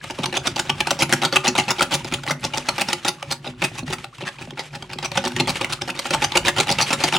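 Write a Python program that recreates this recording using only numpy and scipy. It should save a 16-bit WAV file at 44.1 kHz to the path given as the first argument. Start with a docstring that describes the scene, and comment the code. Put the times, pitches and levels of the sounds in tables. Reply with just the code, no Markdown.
"""A small kitchen with a wooden counter, where a wire whisk beats thick batter in a plastic bowl.
About nine strokes a second, sparser midway: wires plunge in, bite one by one and strike the wall.
Each contact is a noise burst shaped by a cavity resonance and damped wall modes; air pockets torn open
in the batter are sine tones gliding downward. Granular noise makes the squish and drag, low noise
the rumble; random decaying echoes answer from bowl, counter and room, over faint room tone."""
import sys
import numpy as np
from scipy import signal
from scipy.fft import rfft, irfft, next_fast_len
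from scipy.io import wavfile
from scipy.ndimage import map_coordinates

SR = 44100
rng = np.random.default_rng(int(sys.argv[2]) if len(sys.argv) > 2 else 0)


def unload_wav(signal):
    """Save mono or channel-first audio to the path in sys.argv[1] as 16-bit WAV at rate SR, clipped to [-1, 1]."""
    wavfile.write(
        sys.argv[1],
        SR,
        np.round(np.clip(np.atleast_2d(signal).T, -1, 1) * 32767).astype(np.int16),
    )


N = 317034  # length [samples]

# colour of wires snapping and dragging: (frequency [Hz], relative power density [dB per Hz])
SNAP_SPECTRUM = [(60, -15.5), (200, -41.5), (500, -1), (1200, 5), (1700, 0), (2600, 3), (3600, -1.5),
                 (4800, -6), (6500, -11), (8500, -15), (10500, -19), (12000, -30.5), (16000, -30)]
# whisk strokes, each a plunge, a sweep through the batter and a strike on the wall:
# (time [s], travel to the wall [s], plunge level [dB], sweep level [dB], strike level [dB],
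#  strike length [s], gloop level [dB]), levels relative
WHISK_STROKES = [(0.0992, 0.0076, -31, -34.5, -31, 0.0074, -21.5),
                 (0.187, 0.047, -28.5, -41, -22, 0.0098, -20),
                 (0.326, 0.043, -26, -27.5, -19, 0.0077, -15.5),
                 (0.453, 0.017, -30, -28, -15.5, .0075, -20.5),
                 (0.5602, 0.032, -23, -29.5, -18.5, 0.0094, -20),
                 (0.652, 0.043, -36, -44, -16, 0.0074, -18),
                 (0.7773, 0.027, -36, -38.5, -14.5, 0.0059, -25),
                 (0.8709, 0.036, -20.5, -39, -13.5, .0064, -17.5),
                 (0.9897, 0.031, -25, -21.5, -15.5, 0.012, -11.5),
                 (1.0933, .0313, -26, -29, -14, 0.014, -12), (1.2175, 0.032, -23, -19, -16.5, 0.0096, -11),
                 (1.325, 0.033, -19.5, -26, -12.5, 0.011, -30),
                 (1.443, .034, -23.5, -19.5, -15.5, 0.011, -10.5),
                 (1.552, 0.027, -21.5, -30.5, -16, 0.019, -12),
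                 (1.681, 0.024, -22.5, -25, -16, 0.0098, -16.5),
                 (1.7836, 0.042, -27.5, -16, -16, 0.0052, -14),
                 (1.911, 0.028, -25.5, -20.5, -19.5, 0.014, -15),
                 (2.045, 0.031, -29.5, -37.5, -37, 0.011, -20),
                 (2.122, 0.016, -26.5, -28.5, -21, 0.0082, -27),
                 (2.264, 0.043, -28.5, -25, -20.5, 0.011, -15),
                 (2.431, 0.0089, -33.5, -39, -23, 0.012, -19.5),
                 (2.536, 0.038, -25, -31.5, -20, 0.0073, -17.5),
                 (2.659, 0.027, -43, -39.5, -15.5, 0.0074, -18.5),
                 (2.781, 0.029, -23, -25.5, -18.5, 0.01, -18.5),
                 (2.8856, 0.044, -22, -32, -15, 0.0055, -22), (3.048, .032, -22, -25, -17, 0.011, -23),
                 (3.303, 0.0098, -39, -26, -22, 0.015, -23.5),
                 (3.4444, 0.022, -35.5, -34.5, -31, 0.013, -20.5),
                 (3.619, 0.019, -19.5, -26.5, -21, 0.017, -25), (3.753, 0.024, -37.5, -43, -30, .02, -44),
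                 (3.9024, .024, -31.5, -42, -25, .013, -25.5), (4.208, 0.054, -30.5, -38, -30, 0.026, -47),
                 (4.385, 0.026, -39.5, -42.5, -35, 0.016, -28),
                 (4.573, .0196, -35, -33.5, -28.5, 0.016, -20),
                 (4.7283, 0.023, -44, -35, -28.5, 0.0078, -26),
                 (4.894, 0.038, -37, -38, -28.5, 0.0062, -46),
                 (5.027, 0.019, -29.5, -30, -24.5, 0.014, -33),
                 (5.1544, 0.019, -25, -56, -15.5, 0.00684, -16),
                 (5.24, .037, -23.5, -23.5, -25, 0.0066, -13),
                 (5.3638, .0352, -21.5, -45, -16.5, .0095, -9),
                 (5.473, 0.02, -22.5, -23.5, -22, 0.012, -11.5),
                 (5.611, .034, -20.5, -33, -18.5, 0.0047, -32),
                 (5.6958, 0.028, -32.5, -33.5, -22, 0.012, -51),
                 (5.812, 0.0071, -34.5, -34.5, -22, 0.0033, -19.5),
                 (5.876, .0245, -29.5, -27.5, -22.5, 0.0045, -23),
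                 (5.951, 0.04, -34, -36, -21, 0.0069, -34),
                 (6.0536, 0.0086, -27.5, -30, -29.5, 0.0092, -24.5),
                 (6.106, .029, -19, -45, -17.5, .014, -13), (6.22, 0.02, -19.5, -25, -18.5, 0.011, -37),
                 (6.354, 0.017, -15.5, -19.5, -12, 0.0072, -30), (6.4492, 0.032, -22, -19, -15, .011, -19),
                 (6.564, 0.036, -25.5, -17.5, -14.5, 0.0089, -10.5),
                 (6.6696, 0.043, -26, -19.5, -20, 0.013, -8.5),
                 (6.7852, 0.024, -20.5, -24.5, -17, 0.021, -23.5),
                 (6.905, 0.024, -21, -24, -17, .012, -14.5), (7.0033, .034, -24.5, -38, -14, 0.01, -18),
                 (7.124, 0.031, -21, -19.5, -19.5, 0.013, -12)]


def amp(db):
    """Decibel law: amplitude grows tenfold every 20 dB."""
    return 10 ** (np.asarray(db) / 20)


def unit(x):
    """Normalisation to an rms value of 1."""
    return x / np.sqrt(np.mean(x ** 2) + 1e-20)


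def along(points, hz):
    """Interpolation of (frequency [Hz], value) points on a logarithmic frequency axis."""
    f, v = np.transpose(points)
    return np.interp(np.log(hz + 1), np.log(f + 1), v)


def add(track, s, sound):
    """Superposition: a sound is summed into a track at time s."""
    part = track[max(round(s * SR), 0):][:len(sound)]
    part += sound[:len(part)]


def wobble(rate, size=N):
    """Band-limited randomness: a smooth curve through random knots, rate of them a second."""
    knots = rng.standard_normal(int(size * rate / SR) + 4)
    return map_coordinates(knots, [np.arange(size) * rate / SR])


def filtered(x, response):
    """Linear filtering: the spectrum is multiplied by a response of frequency."""
    m = next_fast_len(N + SR // 2)
    return irfft(rfft(x, m) * response(np.fft.rfftfreq(m, 1 / SR)), m)[..., :N]


def impulse(db):
    """Minimum phase: the folded cepstrum gives the causal response of a dB spectrum, energy 1."""
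    cepstrum = irfft(np.log(amp(db)))
    half = len(cepstrum) // 2
    cepstrum[1:half] *= 2
    cepstrum[half + 1:] = 0
    h = irfft(np.exp(rfft(cepstrum)))
    return h / np.linalg.norm(h)


def squelch(spectrum, grain_db, clump_db):
    """Granular noise: tiny films of batter bursting in clumps modulate a coloured noise, rms 1."""
    films = rng.standard_normal(N) * amp(grain_db * wobble(900) + clump_db * wobble(60))
    return unit(filtered(films, lambda hz: amp(along(spectrum, hz))))


def bubbles(per_s, pitch_hz, cycles, size_db):
    """Bubble resonance: small bursts in thick batter, each a heavily damped tick; rms 1 overall."""
    out, t = np.zeros(N), np.arange(SR // 50) / SR
    number = int(per_s * N / SR)
    times = rng.uniform(0, N / SR, number)
    for s, (size, pitch, life) in zip(times, rng.standard_normal((number, 3))):
        hz = pitch_hz * np.exp(.55 * pitch)
        age = t * hz / (cycles * np.exp(1.2 * np.tanh(life)))
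        envelope = np.sqrt(age) * np.exp(-age)
        add(out, s, amp(size_db * np.tanh(size)) * envelope * np.sin(2 * np.pi * hz * t))
    return unit(out)


def scattered(x, scatter_s, count=64):
    """Diffuse reflection: quick echoes inside the bowl, redrawn block by block as the whisk moves."""
    out, hop, t = np.zeros(N), N // count + 1, np.arange(SR // 50) / SR
    for start in range(0, N, hop):
        rim = rng.standard_normal(len(t)) * (1 - np.exp(-t / 0.0021)) * np.exp(-t / scatter_s)
        add(out, start / SR, signal.fftconvolve(x[start:start + hop], rim / np.linalg.norm(rim)))
    return out


def stirring(bubble_db):
    """Modulated noise: batter swishes round the wires, bubbles pop, the bowl rumbles on the counter."""
    # stirring between the blows: (time [s], squish relative level [dB], rumble relative level [dB])
    stir_levels = [(0.0, -42.5, -50.5), (0.5, -40.5, -45), (0.68, -41, -47), (1.04, -39.5, -47.5),
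                   (1.72, -35, -49), (2.12, -43.5, -43), (2.8, -38, -49.5), (3.5, -49.5, -46),
                   (3.88, -43.5, -44), (4.28, -48.5, -53), (4.64, -46, -50), (5.22, -39, -48.5),
                   (5.51, -34, -41.5), (5.93, -39, -48.5), (6.25, -34, -43), (7.19, -35, -44)]
    # colour of the squish: (frequency [Hz], relative power density [dB per Hz])
    squish_spectrum = [(200, -8), (500, 0), (850, -4), (1600, 1.5), (2900, 3), (4500, -5), (8000, -9),
                       (11000, -17), (16000, -43)]
    # colour of the bowl rumbling on wood: (frequency [Hz], relative power density [dB per Hz])
    rumble_spectrum = [(20, -24), (36, -24), (50, 5), (60, -10), (70, -2), (82, -2.5), (115, 6), (145, 13),
                       (180, -7), (215, -6), (290, -8.5), (365, -4.5), (460, -25), (1000, -66)]
    s, *cols = np.transpose(stir_levels)
    squish_db, rumble_db = [np.interp(np.arange(N) / SR, s, c) for c in cols]
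    squish = squelch(squish_spectrum, grain_db=2.5, clump_db=3.5) * amp(8.1 * np.tanh(wobble(18)))
    pops = bubbles(per_s=120, pitch_hz=2216, cycles=1.5, size_db=10)
    ticks = unit(scattered(pops, scatter_s=0.0012))
    rocking = rng.standard_normal(N) * amp(8.8 * np.tanh(wobble(22)))
    rumble = unit(filtered(rocking, lambda hz: amp(along(rumble_spectrum, hz))))
    batter = amp(squish_db - 3.5) * (squish + amp(bubble_db) * ticks)
    return batter + amp(rumble_db + 7.0) * rumble


def contacts(count=3):
    """Successive impacts: rows (time [s], level [dB], length [s], knock [dB], treble [dB]), taps first."""
    # a stray wire taps the bowl between strokes: (time [s], relative level [dB])
    stray_taps = [(0.04, -27.5), (0.258, -18.5), (2.235, -28), (3.226, -23), (3.8784, -29.5), (3.9833, -33),
                  (4.043, -27.5), (4.182, -37), (4.5064, -32), (4.824, -28), (4.986, -26), (5.117, -23),
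                  (5.319, -30), (5.556, -23), (6.3193, -21.5)]
    # treble slope, higher when the wires meet bare wall: (time [s], level [dB])
    treble_course = [(0, -1.5), (1.0, 2), (1.6, -1), (1.95, 2), (2.45, 0), (2.85, 2), (3.32, 1.5),
                     (3.46, -5.5), (3.64, -0.5), (3.93, 1.5), (4.26, -4), (5.2, -1), (5.45, 1), (6.15, 0.5),
                     (6.55, 1), (7.19, 0)]
    plunge_s, tap_s = .006, 0.0034
    # wall knock and treble of each kind of contact, relative to its level [dB]
    plunge_knock_db, sweep_knock_db, strike_knock_db, tap_knock_db = -2, -4, -7.5, -5.5
    plunge_treble_db, sweep_treble_db, strike_treble_db, tap_treble_db = 1, 0.5, 4, 1.5
    wire_hold, wire_jitter = .5, .2  # contact length and timing scatter [shares of the gap between wires]
    wire_db = 1.5  # lift of the sweeping wires
    deep_knock = 0.2  # a strike that moves more batter knocks harder [dB per dB of gloop over strike]
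    # a strike not braked by the sweep lands heavier and duller [dB per dB of strike over sweep]
    full_knock, full_dull = 0.19, 0.098
    braked_db = 9.5  # usual lead of the strike over the sweep
    rows = [(s, db, tap_s, tap_knock_db, tap_treble_db) for s, db in stray_taps]
    for s, travel, plunge_db, sweep_db, strike_db, length, gloop_db in WHISK_STROKES:
        hit_s = s + travel
        treble_db = np.interp(hit_s, *np.transpose(treble_course))
        rows.append((s, plunge_db, plunge_s, plunge_knock_db, plunge_treble_db + treble_db))
        # the following wires bite one by one on the way to the wall
        gap = travel / (count + 1)
        for lag in gap * (np.arange(count) + 1 + wire_jitter * rng.standard_normal(count)):
            db = np.interp(lag, [0, travel / 2], [plunge_db, sweep_db + wire_db])
            rows.append((s + lag, db, wire_hold * gap, sweep_knock_db, sweep_treble_db + treble_db))
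        heavy_db = strike_db - sweep_db - braked_db
        knock_db = strike_knock_db + deep_knock * (gloop_db - strike_db) + full_knock * heavy_db
        bright_db = strike_treble_db + treble_db - full_dull * heavy_db
        rows.append((hit_s, strike_db, length, knock_db, bright_db))
    return rows


def rattle(length, t, wires_per_s, scatter_db, first_db, tear_s, smear, sink):
    """Impact clustering: wires land in turn, each tearing a film of batter; energy of rms 1 for length."""
    landings = np.append(0, rng.uniform(0, length, int(length * wires_per_s)))
    age = t - landings[:, None]
    landing_db = scatter_db * rng.standard_normal(len(landings)) + first_db * (landings == 0)
    power = amp(2 * landing_db) @ ((age >= 0) * np.exp(-np.abs(age) / tear_s))
    drag = np.exp(-np.maximum(t - length, 0) / (0.24 * length))
    # a short blow is crisp; a long one sinks softly into the batter
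    cushion = 1 - np.exp(-t / (sink * length))
    envelope = cushion * np.sqrt(power / power.sum() + smear * drag / drag.sum())
    burst = envelope * rng.standard_normal(len(t))
    return burst * np.sqrt(length * SR) / np.linalg.norm(burst)


def smacks(touches, cavity_hz, cavity_spread, cavity_db, cavity_width, colour_db, ring_scatter_db,
           size=1024):
    """Modal excitation: each blow snaps with its own colour and rings the wall from a new spot."""
    # modes of the loaded plastic bowl: (frequency [Hz], relative level [dB], 60 dB decay time [s])
    bowl_modes = [(360, -33, .11), (361.8, -7, 0.19), (568, -19.5, 0.21), (561.4, -6, 0.12),
                  (800, -43, .08), (826, -4, 0.11), (888, 1, 0.043), (908, 1, 0.024), (1207, -13.5, 0.12),
                  (1460, -5.5, 0.03)]
    snaps, knocks = np.zeros(N), np.zeros(N)
    t, ring_t = np.arange(SR // 20) / SR, np.arange(SR // 7) / SR
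    hz = np.fft.rfftfreq(size, 1 / SR)
    mode_hz, mode_db, t60 = np.transpose(bowl_modes)[:, :, None]
    fade = amp(-60 * ring_t / t60)
    for s, db, length, knock_db, treble_db in touches:
        length = max(length, .002)
        force = rattle(length, t, wires_per_s=300, scatter_db=1.0, first_db=2, tear_s=0.00095,
                       smear=0.41, sink=0.038)
        # the gap behind the wires resonates, with smaller chance pockets round it
        gap_hz = cavity_hz * np.exp(cavity_spread * rng.uniform(-0.9, 1))
        cavity = cavity_db * np.exp(-(np.log((hz + 1) / gap_hz) / cavity_width) ** 2)
        chance = rng.standard_normal(size)
        pockets = colour_db * map_coordinates(chance, [np.sqrt(hz / 8)], mode="wrap")
        # bare wire on plastic is bright, a blow deep in the batter is dull
        brightness = treble_db * along([(3000, 0.016), (7000, 1.66), (14000, 1.85)], hz)
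        colour = impulse(along(SNAP_SPECTRUM, hz) + cavity + pockets + brightness)
        add(snaps, s, amp(db) * signal.fftconvolve(force, colour))
        # sloshing batter shifts the wall's modes and damps the free ring
        strength, detune = rng.standard_normal((2, len(bowl_modes), 1))
        tones = np.sin(2 * np.pi * mode_hz * (1 + 0.015 * detune) * ring_t)
        modes = amp(mode_db + ring_scatter_db * strength) * fade * tones
        wall = modes.sum(0) * (1 + np.exp(-ring_t / 0.022))
        knock = signal.fftconvolve(force, wall)
        add(knocks, s, amp(db + knock_db) * knock * np.sqrt(length * SR) / np.linalg.norm(knock))
    return amp(2.0) * snaps + amp(4.0) * knocks


def dragging(touches, lag_s, rise_s, fall_s, drag_db):
    """Viscous drag: wires plough through batter round each blow, most of all round the long ones."""
    effort = np.zeros(N)
    for s, db, length, *_ in touches:
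        add(effort, s + length / 2 + lag_s, [amp(2 * db) * length ** 2 / fall_s * SR])
    t = np.arange(-SR // 10, SR // 10) / SR
    sweep = np.exp(-np.abs(t) / np.where(t < 0, rise_s, fall_s))
    effort = np.abs(signal.fftconvolve(effort, sweep / sweep.sum(), "same"))
    return amp(drag_db) * np.sqrt(effort) * squelch(SNAP_SPECTRUM, grain_db=4.0, clump_db=4)


def air_pockets():
    """Cavity opening: one gloop at the plunge, another near the loudest contact; (s, dB, starting Hz)."""
    # further gloops, some during strokes and some between them: (time [s], relative level [dB])
    further_gloops = [(0.187, -14), (0.281, -19), (3.485, -22.5), (3.826, -17), (3.901, -21), (4.224, -21),
                      (4.474, -22), (4.526, -25), (4.829, -24), (4.956, -22.5), (5.439, -27)]
    entry_hz, stroke_hz, further_hz = 940, 1102, 754  # starting pitches
    entry_gloop_db = -2  # gloop at the plunge, relative to the plunge
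    rows = [(s, db, further_hz) for s, db in further_gloops]
    for s, travel, plunge_db, sweep_db, strike_db, _, gloop_db in WHISK_STROKES:
        loudness = amp([plunge_db, sweep_db, strike_db]) ** 5
        loudest = np.average([0, .5, 1], weights=loudness)  # share of the travel
        rows.append((s, plunge_db + entry_gloop_db, entry_hz))
        rows.append((s + loudest * travel, gloop_db, stroke_hz))
    return rows


def gloops(open_hz, life, rough, thump_db):
    """Cavity resonance: pitch falls as a pocket opens, wet walls flutter, slosh thumps the bowl's seat."""
    # resonances of the bowl on the counter: (frequency [Hz], bandwidth [Hz], relative level [dB])
    seat_modes = [(120, 14, 7), (139.7, 9.3, 7.5), (203.5, 18, 1.5), (247, 3, 1.5), (369.4, 11, -3)]
    opening_s = 0.003997  # central time constant of opening, scattered below
    out, t = np.zeros(N), np.arange(SR // 10) / SR
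    for s, db, start_hz in air_pockets():
        opening = opening_s * np.exp(0.25 * rng.uniform(-1.03, 1))
        end_hz = open_hz * np.exp(0.17 * rng.standard_normal())
        glide = end_hz + (start_hz - end_hz) * np.exp(-t / opening)
        pitch = glide * np.exp(0.2104 * wobble(376, len(t)))
        swell = (1 - np.exp(-2 * t / opening)) * np.exp(-t / (life * opening))
        flutter = 1 + rough * wobble(414, len(t))
        add(out, s, amp(db) * swell * flutter * np.sin(2 * np.pi * np.cumsum(pitch) / SR))

    def seat(f):
        """Driven resonance: a sum of second-order band-pass responses."""
        return sum(amp(db) * 1j * f * w / (c * c - f * f + 1j * f * w) for c, w, db in seat_modes)

    return filtered(out, lambda f: amp(-2.0) + amp(thump_db) * seat(f))


def counter(x, echo_db, count=8):
    """Early reflection: counter top and nearby cupboards return a few quick echoes of either sign."""
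    out = x.copy()
    for delay, sign in zip(rng.uniform(0.0024, 0.01567, count), rng.choice([-1, 1], count)):
        add(out, delay, sign * amp(echo_db) * x)
    return out


def tail(decay):
    """Diffuse reverberation: noise of energy 1, each frequency dying at its own speed."""
    hz, t, z = signal.stft(rng.standard_normal(SR // 2), SR, nperseg=256)
    h = signal.istft(z * amp(-60 * t / along(decay, hz)[:, None]), SR, nperseg=256)[1]
    return h / np.linalg.norm(h)


def kitchen(x, delay_s, count=24):
    """Room reverberation: a delayed answer, redrawn block by block as hand and bowl move."""
    # decay of the small kitchen: (frequency [Hz], 60 dB decay time [s])
    room_decay = [(100, 0.85), (400, 0.27), (1500, 0.23), (4000, 0.16), (12000, 0.18)]
    out, hop = np.zeros(N), N // count + 1
    for start in range(0, N, hop):
        answer = signal.fftconvolve(x[start:start + hop], tail(room_decay))
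        add(out, start / SR + delay_s, answer)
    return out


def scene():
    """Mid-side superposition: whisk, batter and room, nearly centred, over faint room tone."""
    # filter on the side signal: (frequency [Hz], gain [dB])
    side_gain = [(100, -43), (220, -45), (450, -15.5), (900, -14.5), (1400, -11.5), (2800, -4), (5500, -7),
                 (10000, -7), (15000, -2)]
    # colour of the faint room tone: (frequency [Hz], relative power density [dB per Hz])
    air_spectrum = [(20, -14), (100, -25), (500, 4), (3000, -13), (16000, -48)]
    touches = contacts()
    slosh = counter(gloops(open_hz=152, life=1.84, rough=0.44, thump_db=5.5), echo_db=-13.5)
    blows = smacks(touches, cavity_hz=2536, cavity_spread=0.83, cavity_db=6.5, cavity_width=0.23,
                   colour_db=3.5, ring_scatter_db=3.5)
    blows = blows + amp(-3.0) * slosh
    # high-pass at 100 Hz: the blows and gloops have little deep bass
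    blows = signal.sosfilt(signal.butter(3, 100, "high", fs=SR, output="sos"), blows)
    drag = dragging(touches, lag_s=0.0017, rise_s=0.01, fall_s=0.0058, drag_db=-10)
    close = blows + drag + stirring(bubble_db=-3)
    mid = close + amp(-12) * kitchen(blows, delay_s=.005)
    side = amp(-3) * scattered(close, scatter_s=0.0015) + amp(-10.0) * kitchen(blows, delay_s=.005)
    side = filtered(side, lambda hz: amp(along(side_gain, hz)))
    noise = rng.standard_normal((2, N))
    air = unit(filtered(noise, lambda hz: amp(along(air_spectrum, hz))))
    return np.array([mid + side, mid - side]) + amp(-63) * air


def record(dry):
    """Band limitation: peaks are clipped at full scale, then all from 16100 Hz upward is removed."""
    return filtered(np.clip(dry, -1, 1), lambda hz: hz < 16100)


dry = scene()
out = record(dry)
unload_wav(out)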